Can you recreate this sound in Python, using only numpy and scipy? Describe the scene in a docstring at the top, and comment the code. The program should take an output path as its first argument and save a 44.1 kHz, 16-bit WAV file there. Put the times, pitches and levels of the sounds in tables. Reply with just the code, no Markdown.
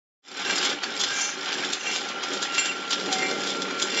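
"""A stick-sorting machine in a factory hall, heard from a metre away. The sound fades in on thin sticks
jostling and clacking in the feeder, over ticking linkages, a rumbling frame and a whining drive.
From 0.5 s a steel arm chatters and rings once a cycle, about every 0.7 s. Now and then a bundle crunches
over a guide; near 1.2 s and 1.9 s a slide scrapes its rail. From 2 s, as the microphone moves from
the hopper towards the drive, the whine and then the motor's hum grow; at 3.1 s a metal panel rings."""
import sys
import numpy as np
from scipy import signal
from scipy.fft import rfft, irfft
from scipy.io import wavfile
from scipy.ndimage import uniform_filter1d

SR = 44100
rng = np.random.default_rng(int(sys.argv[2]) if len(sys.argv) > 2 else 0)


def store_wav(level_fs):
    """Save 16-bit WAV to argv[1]."""
    pcm = np.round(np.clip(np.atleast_2d(level_fs), -1, 1) * 32767)
    wavfile.write(sys.argv[1], SR, pcm.T.astype(np.int16))


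N = 176400
T = np.arange(N) / SR


def clacks(rise_s=0.0076, fall_s=0.013, snap_s=0.0028, main_blow=1.75, ring_db=-1, size=4410):
    """Impact noise: sticks hit the guides in a bunch; each brief contact snaps over a broad band."""
    # t/s, level/dB, body near 1.5 kHz/dB, top edge/dB
    landings = [(0.509, -24.5, -9, -1), (.558, -21, -2, 0), (.581, -21, -10, -3), (.628, -23.5, -9, -6),
                (.65, -19, -5, 1), (.698, -25.5, 0, -6), (.836, -22, 5, -6.5), (1.001, -21.5, 0.5, 1),
                (1.012, -21, -6, 0), (1.036, -19, -1, -4.5), (1.101, -27, -2, -13), (1.209, -21.5, -13, 10),
                (1.528, -26.5, -13, -14), (1.65, -26, -5, -3), (1.732, -20, -9, -1), (1.941, -25.5, -2, 9),
                (1.963, -26, -8, -1), (2.088, -29, -7, -4), (2.236, -24.5, 1, -5), (2.335, -24.5, -10, 1),
                (2.427, -21, -10, -3), (2.548, -24, -2, -4), (2.581, -21, 0, -3), (2.657, -22.5, -3, 1),
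                (2.909, -20.5, -6, -2), (2.93, -17.5, -6, -16), (2.999, -29, -1, -20),
                (3.126, -17.5, -7, 0), (3.435, -27.5, -5, -14), (3.462, -29.5, -3, 3), (3.62, -24, -2, -9),
                (3.708, -30.5, 16, -15), (3.798, -25.5, -11, -3), (3.823, -16.5, -5, 5)]
    out, t = np.zeros(N), T[:size] - T[size // 4]
    bunch = np.exp(np.where(t < 0, t / rise_s, -t / fall_s))
    for s, db, body_db, edge_db in landings:
        force = clicks(per_s=900, spread_db=2.5, size=size) * bunch
        force[size // 4] += main_blow
        energy = np.abs(through(force ** 2, np.exp(-2 * T[:size] / snap_s)))
        spectrum = [(100, -22), (600, body_db - 9), (1450, body_db), (2200, body_db / 2 - 7.5),
                    (3300, 2.5), (5200, -2), (7200, edge_db), (11500, edge_db - 3), (14000, -37)]
        snap = colour(rng.standard_normal(size) * np.sqrt(energy), spectrum)
        ringing = through(force, stick(crack_db=4))
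        clack = norm(norm(snap) + undb(ring_db) * norm(ringing))
        add(out, undb(db) * clack * np.sqrt(np.sum(bunch ** 2)), s + t[0])
    return out


def jostle(count=48, taps_per_s=520):
    """Superposition: many sticks tap each other in the feeder, each ringing in its own modes."""
    # t/s, level/dB
    levels = [(.2, -20), (.42, -23.5), (.55, -34), (.72, -27.5), (.79, -50), (.95, -29.5), (1.12, -29),
              (1.25, -35), (1.34, -36), (1.48, -27), (1.69, -32.5), (1.8, -42), (1.92, -25), (2.17, -46),
              (2.3, -31), (2.48, -35), (2.6, -28.5), (2.86, -43), (3.03, -32), (3.27, -27.5), (3.4, -33),
              (3.48, -26), (3.6, -40), (3.77, -41), (4, -21.5)]
    taps = sum(through(clicks(taps_per_s / count, 6.5), stick(crack_db=6.5)) for _ in range(count))
    return unit(taps) * curve(levels)


def stick(crack_db, detune=0.055, crack_s=0.0018, size=2600):
    """Impulse response of one stick: a short crack and damped modes, tuned a little at random."""
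    # modes of a stick: f/Hz, level/dB, T60/s
    modes = [(1476, -9.5, 0.052), (3460, 4.5, 0.053), (4205, -0.5, 0.029), (4960, 3, 0.041),
             (5545, 1, 0.049), (6450, -5.5, 0.017), (7260, 0.5, 0.032)]
    chance = rng.standard_normal((len(modes), 2))
    tuned = [(hz * (1 + detune * a), db + 3 * b, t60) for (hz, db, t60), (a, b) in zip(modes, chance)]
    burst = rng.standard_normal(size) * np.exp(-T[:size] / crack_s)
    crack = colour(burst, [(300, -43), (1200, -10), (3200, 4), (7500, -5), (12000, 8.5)])
    return norm(norm(ring(tuned, size)) + undb(crack_db) * norm(crack) * np.exp(-T[:size] / 0.0071))


def arm(rise_s=0.043, fall_s=0.052, chatter_db=-4.5, favour_oct=0.12, size=26460):
    """Free vibration: the steel arm chatters up to a blow and rings on; the contact favours some modes."""
    # blows on the arm: t/s, level/dB, favoured f/Hz, its lift/dB, relative strength of the main blow
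    strokes = [(.498, -24, 1610, 10, .5), (1.124, -26.5, 1600, 16.5, 0.57), (1.191, -30, 3200, 11.5, 0.23),
               (1.87, -27.5, 2800, 5, .5), (2.58, -22.5, 2720, 6.5, 1.4), (2.59, -28, 7300, 20, 1.1),
               (2.69, -30.5, 2750, 17, 0.99), (3.228, -25, 2156, 14.5, 0.27), (3.975, -24, 2500, -2, 0.22)]
    # modes of the arm: f/Hz, level/dB, T60/s
    modes = [(1598, 0, 0.38), (1930, -1.5, 0.81), (2100, 1, 0.3), (2341, 3.5, 0.28), (2754, 5.5, 0.28),
             (3220, -7, 0.35), (4280, -2, 0.35), (5160, -15, 0.52), (5730, -3, 0.18), (7290, -3, 0.27)]
    out, t = np.zeros(N), T[:size] - T[size // 4]
    bunch = np.exp(np.where(t < 0, t / rise_s, -t / fall_s))
    for s, db, favoured_hz, lift_db, blow in strokes:
        force = undb(chatter_db) * norm(clicks(per_s=250, spread_db=4, size=size) * bunch)
        force[size // 4] += blow
        ringing = np.zeros(size)
        for hz, mode_db, t60 in modes:
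            favour_db = lift_db * np.exp(-(np.log2(hz / favoured_hz) / favour_oct) ** 2)
            ringing += undb(mode_db + favour_db) * norm(through(force, ring([(hz, 0, t60)], size)))
        add(out, undb(db) * norm(ringing) * np.sqrt(SR * fall_s), s + t[0])
    return out


def crunch():
    """Resonance: packed sticks roll over a guide, which filters their dense contacts."""
    # passing bundles: t/s, half length/s, level/dB
    bundles = [(.66, 0.066, -31.5), (1.025, 0.033, -31), (1.97, 0.043, -33), (3.5, .04, -34)]
    # resonance of the guide: f/Hz, level/dB
    guide = [(1500, -37), (2800, -12), (3400, 2.5), (3950, -6), (4730, -9), (9000, -28)]
    return unit(colour(clicks(per_s=1600, spread_db=4.3), guide)) * swells(bundles)


def scrape(hiss_db=1):
    """Stick-slip friction: quick slips of a slide hiss and excite the modes of its rail."""
    # passes of the slide: t/s, half length/s, level/dB
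    passes = [(1.222, 0.0864, -26.5), (1.875, 0.11, -37)]
    # modes of the rail: f/Hz, level/dB, T60/s
    modes = [(4380, -9, 0.043), (5840, -4, .02), (6140, 3, 0.044), (6400, -1, 0.046), (7000, 0, .05)]
    slips = clicks(per_s=2800, spread_db=3.4)
    hiss = colour(slips, [(2500, -32), (4500, -7), (6200, -3), (11000, 6), (14000, -40)])
    singing = through(slips, ring(modes, size=4410))
    return unit(unit(singing) + undb(hiss_db) * unit(hiss)) * swells(passes)


def linkages(count=30, ticks_per_s=900, surge_db=0.9):
    """Impact excitation: the ticks of many small links merge into a gently surging clatter."""
    # spectrum of the clatter: f/Hz, level/dB
    spectrum = [(500, -31), (700, -8.5), (820, 1), (1000, -8), (1200, -0.5), (1450, 2), (1800, 0.5),
                (2400, 2), (3200, 2), (7500, -13)]
    # t/s, level/dB
    levels = [(.2, -28), (.72, -31), (.8, -36), (1.36, -36), (1.5, -33), (1.66, -32), (1.79, -38),
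              (1.88, -33.5), (2.05, -33.5), (2.48, -35), (2.6, -34), (2.96, -36.5), (3.12, -33),
              (3.42, -35.5), (4, -35)]
    ticks = sum(through(clicks(ticks_per_s / count, 4.25), link()) for _ in range(count))
    return unit(colour(ticks, spectrum) * undb(surge_db * walk(21.92))) * curve(levels)


def link(t60=0.057, size=4410):
    """Impulse response of one link: twelve strongly damped modes at random frequencies."""
    return norm(ring([(hz, 0, t60) for hz in 600 * 2 ** (3.5 * rng.random(size=12))], size))


def frame():
    """Forced vibration: the frame answers dense random contacts with a low rumble."""
    # spectrum of the rumble: f/Hz, level/dB
    spectrum = [(55, -19), (95, -31), (150, -8), (188, -0.5), (230, 1.5), (285, 1.5), (440, 3), (560, -2),
                (680, -9), (1200, -19)]
    # t/s, level/dB
    levels = [(.2, -34), (.55, -36), (.72, -34), (.8, -45), (.87, -38), (1.25, -44), (1.52, -40),
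              (1.59, -34.5), (1.7, -36.5), (1.8, -48), (1.86, -38.5), (2.22, -40.5), (2.34, -33.5),
              (2.45, -40.5), (2.95, -38), (3.04, -33.5), (3.34, -32), (3.42, -33.5), (3.88, -34.5),
              (4, -30.5)]
    return unit(colour(clicks(per_s=900, spread_db=3.14), spectrum)) * curve(levels)


def panel(hz=758, peak_s=3.125, peak_db=-26.5, rise_s=0.023, t60=0.8):
    """Resonance: one mode of a sheet-metal panel builds up, then decays exponentially."""
    t = T - peak_s
    envelope = np.exp(np.minimum(t / rise_s, -np.log(1000) * t / t60))
    return undb(peak_db) * envelope * np.sin(2 * np.pi * hz * t)


def drive(whine_hz=1376.5, hum_hz=193.4, harmonics_db=(-3, -5, -6)):
    """Periodic vibration: a fine whine over the motor's harmonics, louder as the drive comes nearer."""
    # whine: t/s, level/dB
    whine_levels = [(.2, -41), (1.3, -46.5), (1.9, -48.5), (2.25, -39), (2.8, -36.5), (3.15, -42.5),
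                    (3.6, -37), (4, -38.5)]
    # hum: t/s, level/dB
    hum_levels = [(2.8, -56), (3.25, -43.5), (4, -48)]
    hum = sum(undb(db) * tone(k * hum_hz, drift=0.00388) for k, db in enumerate(harmonics_db, 1))
    return tone(whine_hz, drift=0.00091) * curve(whine_levels) + hum * curve(hum_levels)


def hall(x, t60=0.26):
    """Reverberation: diffuse reflections arrive after 4 ms and decay exponentially."""
    t = T[:SR]
    return through(x, norm(rng.standard_normal(SR) * np.exp(-np.log(1000) * t / t60) * (t > .004)))


def tone(hz, drift, waver_db=2.5):
    """Random modulation of a sine's frequency and amplitude."""
    phase = 2 * np.pi * np.cumsum(hz * (1 + drift * walk(8))) / SR
    return unit(np.sin(phase) * undb(waver_db * walk(20)))


def clicks(per_s, spread_db, size=N):
    """Poisson process: random contacts of uneven strength."""
    impulses = (rng.random(size) < per_s / SR) * rng.choice([-1, 1], size)
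    return impulses * undb(spread_db * np.clip(rng.standard_normal(size), -2, 2))


def ring(modes, size):
    """Impulse response of damped modes (f/Hz, level/dB, T60/s)."""
    t = T[:size]
    return sum(undb(db - 60 * t / t60) * np.sin(2 * np.pi * hz * t) for hz, db, t60 in modes)


def through(x, response):
    """Convolution with an impulse response."""
    return signal.fftconvolve(x, response)[:len(x)]


def colour(x, rows):
    """Zero-phase filtering by (f/Hz, level/dB) rows."""
    hz, db = np.array(rows).T
    f = np.arange(len(x) // 2 + 1) * SR / len(x) + 1
    return irfft(rfft(x) * undb(np.interp(np.log(f), np.log(hz), db)), len(x))


def curve(rows):
    """Envelope through (t/s, level/dB) rows."""
    return undb(np.interp(T, *np.array(rows).T))


def swells(rows):
    """Envelope of Gaussian swells (t/s, half length/s, level/dB)."""
    return sum(undb(db) * np.exp(-((T - s) / half) ** 2) for s, half, db in rows)


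def walk(per_s):
    """Slow random fluctuation with rms near 1."""
    k = int(SR / per_s)
    return unit(uniform_filter1d(np.repeat(rng.standard_normal(N // k + 2), k), k))[:N]


def add(out, x, s):
    """Superpose x at s seconds."""
    i = max(int(s * SR), 0)
    out[i:i + len(x)] += x[:max(N - i, 0)]


def undb(db):
    """Decibels to amplitude ratio."""
    return 10 ** (np.asarray(db) / 20)


def unit(x):
    """Normalise to rms 1."""
    return x / np.sqrt(np.mean(x ** 2))


def norm(x):
    """Normalise to energy 1."""
    return x / np.sqrt(np.sum(x ** 2) + 1e-18)


def scene(hall_db=-8.5):
    """Superposition of machine and hall, nearly centred; phase differences widen only the treble."""
    # filter of the side signal: f/Hz, level/dB
    width = [(400, -62), (1000, -35.5), (2200, -22.5), (3500, -23), (5500, -15.5)]
    direct = clacks() + jostle() + crunch() + scrape() + arm() + linkages() + frame()
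    mid = direct + undb(hall_db) * hall(direct) + drive() + panel()
    quadrature = np.imag(signal.hilbert(mid))
    side = colour(0.44 * quadrature + 0.21 * hall(direct), width)
    return np.array([mid + side, mid - side]) * undb([[-.2], [.2]])


def record(dry, low_hz=155, edge_hz=7544, top_hz=11600, leak_db=-30, fade_start_s=0.22, fade_end_s=0.49):
    """Band limiting and a fade-in: the bass is cut, and only a trace passes above the band edge."""
    fade = np.clip((T - fade_start_s) / (fade_end_s - fade_start_s), 1e-9, 1) ** 1.75
    thin = signal.sosfilt(signal.butter(2, low_hz, "high", fs=SR, output="sos"), dry)
    band = signal.sosfilt(signal.ellip(12, .2, 70, edge_hz, fs=SR, output="sos"), thin)
    faded = (band + undb(leak_db) * thin) * fade
    return signal.sosfilt(signal.ellip(10, .2, 70, top_hz, fs=SR, output="sos"), faded)


dry = scene()
out = record(dry)
store_wav(out)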